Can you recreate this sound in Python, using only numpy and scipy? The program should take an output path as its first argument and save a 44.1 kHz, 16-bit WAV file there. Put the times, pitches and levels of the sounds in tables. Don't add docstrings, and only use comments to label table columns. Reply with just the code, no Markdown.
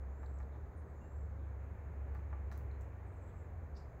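import sys
import numpy as np
from scipy import signal
from scipy.fft import rfft, irfft
from scipy.io import wavfile

SR = 44100
rng = np.random.default_rng(int(sys.argv[2]) if len(sys.argv) > 2 else 0)


def waveform_to_disk(signal):
    frames = np.transpose(np.atleast_2d(signal))
    scaled = np.clip(frames, -1, 1) * 32767
    samples = np.round(scaled).astype(np.int16)
    wavfile.write(sys.argv[1], SR, samples)


N = 176400
T = np.arange(N) / SR


def from_db(db):
    return 10 ** (np.asarray(db) / 20)


def rms_one(x):
    return x / np.sqrt(np.mean(x ** 2) + 1e-20)


def in_time(rows):
    times, *columns = np.transpose(rows)
    return [np.interp(T, times, column) for column in columns]


def noise(spectrum):
    hz, db = np.transpose(spectrum)
    freqs = np.maximum(np.fft.rfftfreq(N, 1 / SR), 1)
    gain = from_db(np.interp(np.log(freqs), np.log(hz), db))
    return rms_one(irfft(rfft(rng.standard_normal(N)) * gain, N))


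def drift(rate_hz):
    freqs = np.fft.rfftfreq(N, 1 / SR)
    return rms_one(irfft(rfft(rng.standard_normal(N)) / (1 + (freqs / rate_hz) ** 2) ** 2, N))


def clicks(times, db):
    out = np.zeros(N)
    out[np.clip((times * SR).astype(int), 0, N - 1)] = from_db(db)
    return out


def ring(taps, hz, ring_s):
    fade, angle = from_db(-60 / (ring_s * SR)), 2 * np.pi * hz / SR
    return signal.lfilter([0, np.sin(angle)], [1, -2 * fade * np.cos(angle), fade * fade], taps + 1e-18)


def crack(times, db, spectrum, decay_s, rise_s=.0002):
    loudness = sum(from_db(level) * np.exp(-np.maximum((peak - T) / rise, (T - peak) / decay))
                   for peak, level, rise, decay in np.broadcast(times, db, rise_s, decay_s))
    return noise(spectrum) * loudness


def sweep(start, length, start_hz, end_hz, rasp_hz):
    progress = np.clip((T - start) / length, 0, 1)
    hz = start_hz + (end_hz - start_hz) * progress + rasp_hz
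    return np.sin(np.pi * progress) * np.sin(2 * np.pi * np.cumsum(hz) / SR)


def among_trees(x, echo_db, build_s=.0041, fade_s=.29):
    t = T[:SR]
    echoes = rng.standard_normal(SR) * (1 - np.exp(-t / build_s)) * from_db(-60 * t / fade_s)
    return x + from_db(echo_db) * signal.fftconvolve(x, echoes / np.linalg.norm(echoes))[:N]


def hiss(level_db=-85):
    # (frequency [Hz], relative level [dB])
    colour = [(2000, -8), (4000, 0.5), (4800, -5), (5900, -7.5), (6400, 5), (7500, 0.5), (8300, -16.5),
              (10300, -10), (12000, -4), (15500, -5.5)]
    return from_db(level_db) * noise(colour)


def traffic():
    # (frequency [Hz], relative level [dB])
    wash = [(20, -9), (35, 0.5), (60, 4.5), (90, 0.5), (130, 3.5), (200, -3.5), (310, -5.5), (480, -4.5),
            (1000, -12), (1800, -19), (2300, -28), (2700, -50.5), (3300, -61.5)]
    treble = [(900, -25.5), (1700, 2.5), (2400, 1.5), (3000, -12.5), (4500, -33.5)]
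    # (time [s], wash level [dB], treble level [dB])
    levels = [(0, -56, -79), (1.1, -56.5, -82.5), (1.7, -56, -76), (2.6, -55.5, -74), (4, -56.5, -79.5)]
    # (pitch [Hz], width [Hz], level [dB])
    hums = [(44.7, 5.5, -65), (61.37, 11, -57), (81.6, 7.2, -59), (111, 7, -61), (164.4, 15, -70),
            (402.4, 7, -75.5)]
    wash_db, treble_db = in_time(levels)
    out = from_db(wash_db) * noise(wash) + from_db(treble_db) * noise(treble)
    for hz, width, db in hums:
        phase = 2 * np.pi * hz * T
        out += from_db(db) * (drift(width) * np.sin(phase) + drift(width) * np.cos(phase))
    return out


def engines(wander_hz=.5, waver_db=.07, waver_rate_hz=6.5):
    # (time [s], pitch [Hz], level [dB])
    main_engine = [(0, 66.9, -46), (.48, 68.66, -44), (.56, 71.5, -49.5), (.69, 76.53, -48.5),
                   (1.08, 72.6, -52.5), (1.2, 71.54, -43.5), (1.55, 69, -44), (1.8, 72.74, -50),
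                   (2.06, 69.4, -42.5), (2.6, 69.36, -44.5), (2.82, 68.17, -44), (2.98, 67.73, -50.5),
                   (3.5, 67.03, -53.5), (3.77, 71.55, -50.5), (4, 73.9, -56.5)]
    slowing_engine = [(0, 97, -65), (1.05, 98, -66), (1.27, 98.1, -52), (2, 97.6, -56), (2.8, 96.6, -52.5),
                      (3.25, 88.75, -51.5), (3.63, 84.85, -46), (3.85, 80.3, -62)]
    out = np.zeros(N)
    for curve in (main_engine, slowing_engine):
        hz, db = in_time(curve)
        phase = 2 * np.pi * np.cumsum(hz + wander_hz * drift(waver_rate_hz)) / SR
        out += np.sqrt(2) * from_db(db - waver_db * drift(waver_rate_hz)) * np.sin(phase)
    return out


def twitter(fall_share=.074, rasp_hz=250):
    # (time [s], length [s], starting pitch [Hz], level [dB])
    notes = [(0.51, .06, 3650, -85), (0.858, .08, 7950, -89), (0.933, .1, 7100, -83.5),
             (1.318, 0.065, 5300, -96), (1.372, .08, 3700, -88), (3.058, .04, 8606, -87),
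             (3.112, 0.045, 8650, -87), (3.155, .03, 7650, -82), (3.209, 0.041, 7850, -80.5),
             (3.255, .045, 7880, -80.5), (3.27, .045, 3700, -87), (3.335, .11, 7750, -82.5)]
    rasp = rasp_hz * drift(700)
    song = sum(from_db(db) * sweep(start, length, hz, hz * (1 - fall_share), rasp)
               for start, length, hz, db in notes)
    return among_trees(song, echo_db=1)


def whistles(bend=3.2, swell_share=.25, fade_s=.013, tremble_share=.01, flutter_db=2):
    # (time [s], length [s], starting pitch [Hz], final pitch [Hz], level [dB])
    notes = [(0.057, .33, 6600, 7630, -86), (.76, .04, 8730, 9500, -84.5), (0.972, .26, 7090, 7540, -83.5),
             (1.002, 0.062, 2740, 2766, -80.5)]
    tremble = 1 + tremble_share * drift(330)
    flutter = flutter_db * drift(40)
    out = np.zeros(N)
    for start, length, start_hz, end_hz, db in notes:
        on = (T >= start) & (T < start + length)
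        t = T[on] - start
        hz = (end_hz + (start_hz - end_hz) * np.abs(1 - t / length) ** bend) * tremble[on]
        shape = np.clip(t / (swell_share * length), 0, 1) * np.clip((length - t) / fade_s, 0, 1)
        out[on] += from_db(db + flutter[on]) * shape * np.sin(2 * np.pi * np.cumsum(hz) / SR)
    return among_trees(out, echo_db=.5)


def chips():
    # (time [s], length [s], starting pitch [Hz], final pitch [Hz], pitch shake [Hz],
    # level [dB], relative echo level [dB])
    calls = [(.259, 0.0068, 4200, 3900, 450, -68, -7), (0.427, .006, 4200, 3460, 450, -75, -9),
             (0.77, 0.012, 9000, 7900, 500, -82, 0), (2.713, 0.0038, 4260, 3760, 180, -67, -3),
             (3.751, 0.01, 5390, 4445, 403, -71, -2), (3.761, 0.015, 4964, 4740, 618, -63.5, 0.5),
             (3.767, 0.019, 7860, 7186, 600, -76, 0)]
    shake = drift(2000)
    return sum(among_trees(from_db(db) * sweep(start, length, start_hz, end_hz, rasp_hz * shake), echo_db)
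               for start, length, start_hz, end_hz, rasp_hz, db, echo_db in calls)


def splinters():
    # (time [s], swell and decay time [s], body level [dB], top level [dB])
    breaks = [(.389, .002, -69, -92), (2.1478, 0.00066, -74, -64), (2.524, 0.0032, -71, -85),
              (2.5275, .0004, -69.5, -65), (2.5768, 0.0047, -77, -68.5), (2.5776, 0.00039, -67.5, -55),
              (2.812, 0.0014, -66, -68), (2.82, 0.00096, -69, -76)]
    # (frequency [Hz], relative level [dB])
    body = [(3000, -30), (4500, -19), (5800, -10), (7000, 1), (7800, -6.5), (8600, -19.5), (12000, -25)]
    top = [(6000, -14), (8700, -14), (10800, -9), (12800, -1), (15700, 0)]
    times, width_s, body_db, top_db = np.transpose(breaks)
    return crack(times, body_db, body, width_s, width_s) + crack(times, top_db, top, width_s, width_s)


def woodpecker(touch_gap_s=.0059, brighter=1.29, db_per_octave=11):
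    # (time [s], knock level [dB], pitch the struck spot favours [Hz], snap level [dB])
    pecks = [(.232, -49, 950, -73), (.403, -51.5, 1290, -77), (.554, -56.5, 910, -81),
             (2.1505, -48.5, 1166, -72), (2.329, -46, 1000, -82), (2.516, -48, 1350, -59)]
    # (pitch [Hz], relative level [dB], time to fade by 60 dB [s])
    trunk = [(882, -0.5, 0.026), (1160, 0.5, 0.016), (1406, -5.5, 0.02), (1725, -3, 0.022),
             (2240, -6.5, 0.01)]
    # (frequency [Hz], relative level [dB])
    snap = [(1500, -26), (3200, -0.5), (4300, 1.5), (6500, 0), (7800, -4), (8600, -14.5), (15000, -6.5)]
    times, knock_db, spot_hz, snap_db = np.transpose(pecks)
    knocks = np.zeros(N)
    for hz, db, ring_s in trunk:
        first_db = knock_db + db - db_per_octave * np.abs(np.log2(hz / (spot_hz * brighter)))
        second_db = knock_db + db - db_per_octave * np.abs(np.log2(hz / spot_hz))
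        knocks += ring(clicks(times, first_db) + clicks(times + touch_gap_s, second_db), hz, ring_s)
    knocks = signal.sosfilt(signal.butter(3, (710, 2340), "band", fs=SR, output="sos"), knocks)
    bark = crack(times, snap_db, snap, decay_s=.0008)
    bark += crack(times + touch_gap_s, snap_db - 11, snap, decay_s=.011)
    bits = splinters()
    return among_trees(knocks, echo_db=-7.5) + among_trees(bark, echo_db=0) + among_trees(bits, echo_db=-4)


def scene():
    background = engines() + traffic() + hiss()
    return (background + woodpecker() + whistles() + twitter() + chips())[None]


def record(dry, cutoff_hz=15800):
    return signal.sosfilt(signal.ellip(12, .1, 80, cutoff_hz, fs=SR, output="sos"), dry)


dry = scene()
out = record(dry)
waveform_to_disk(out)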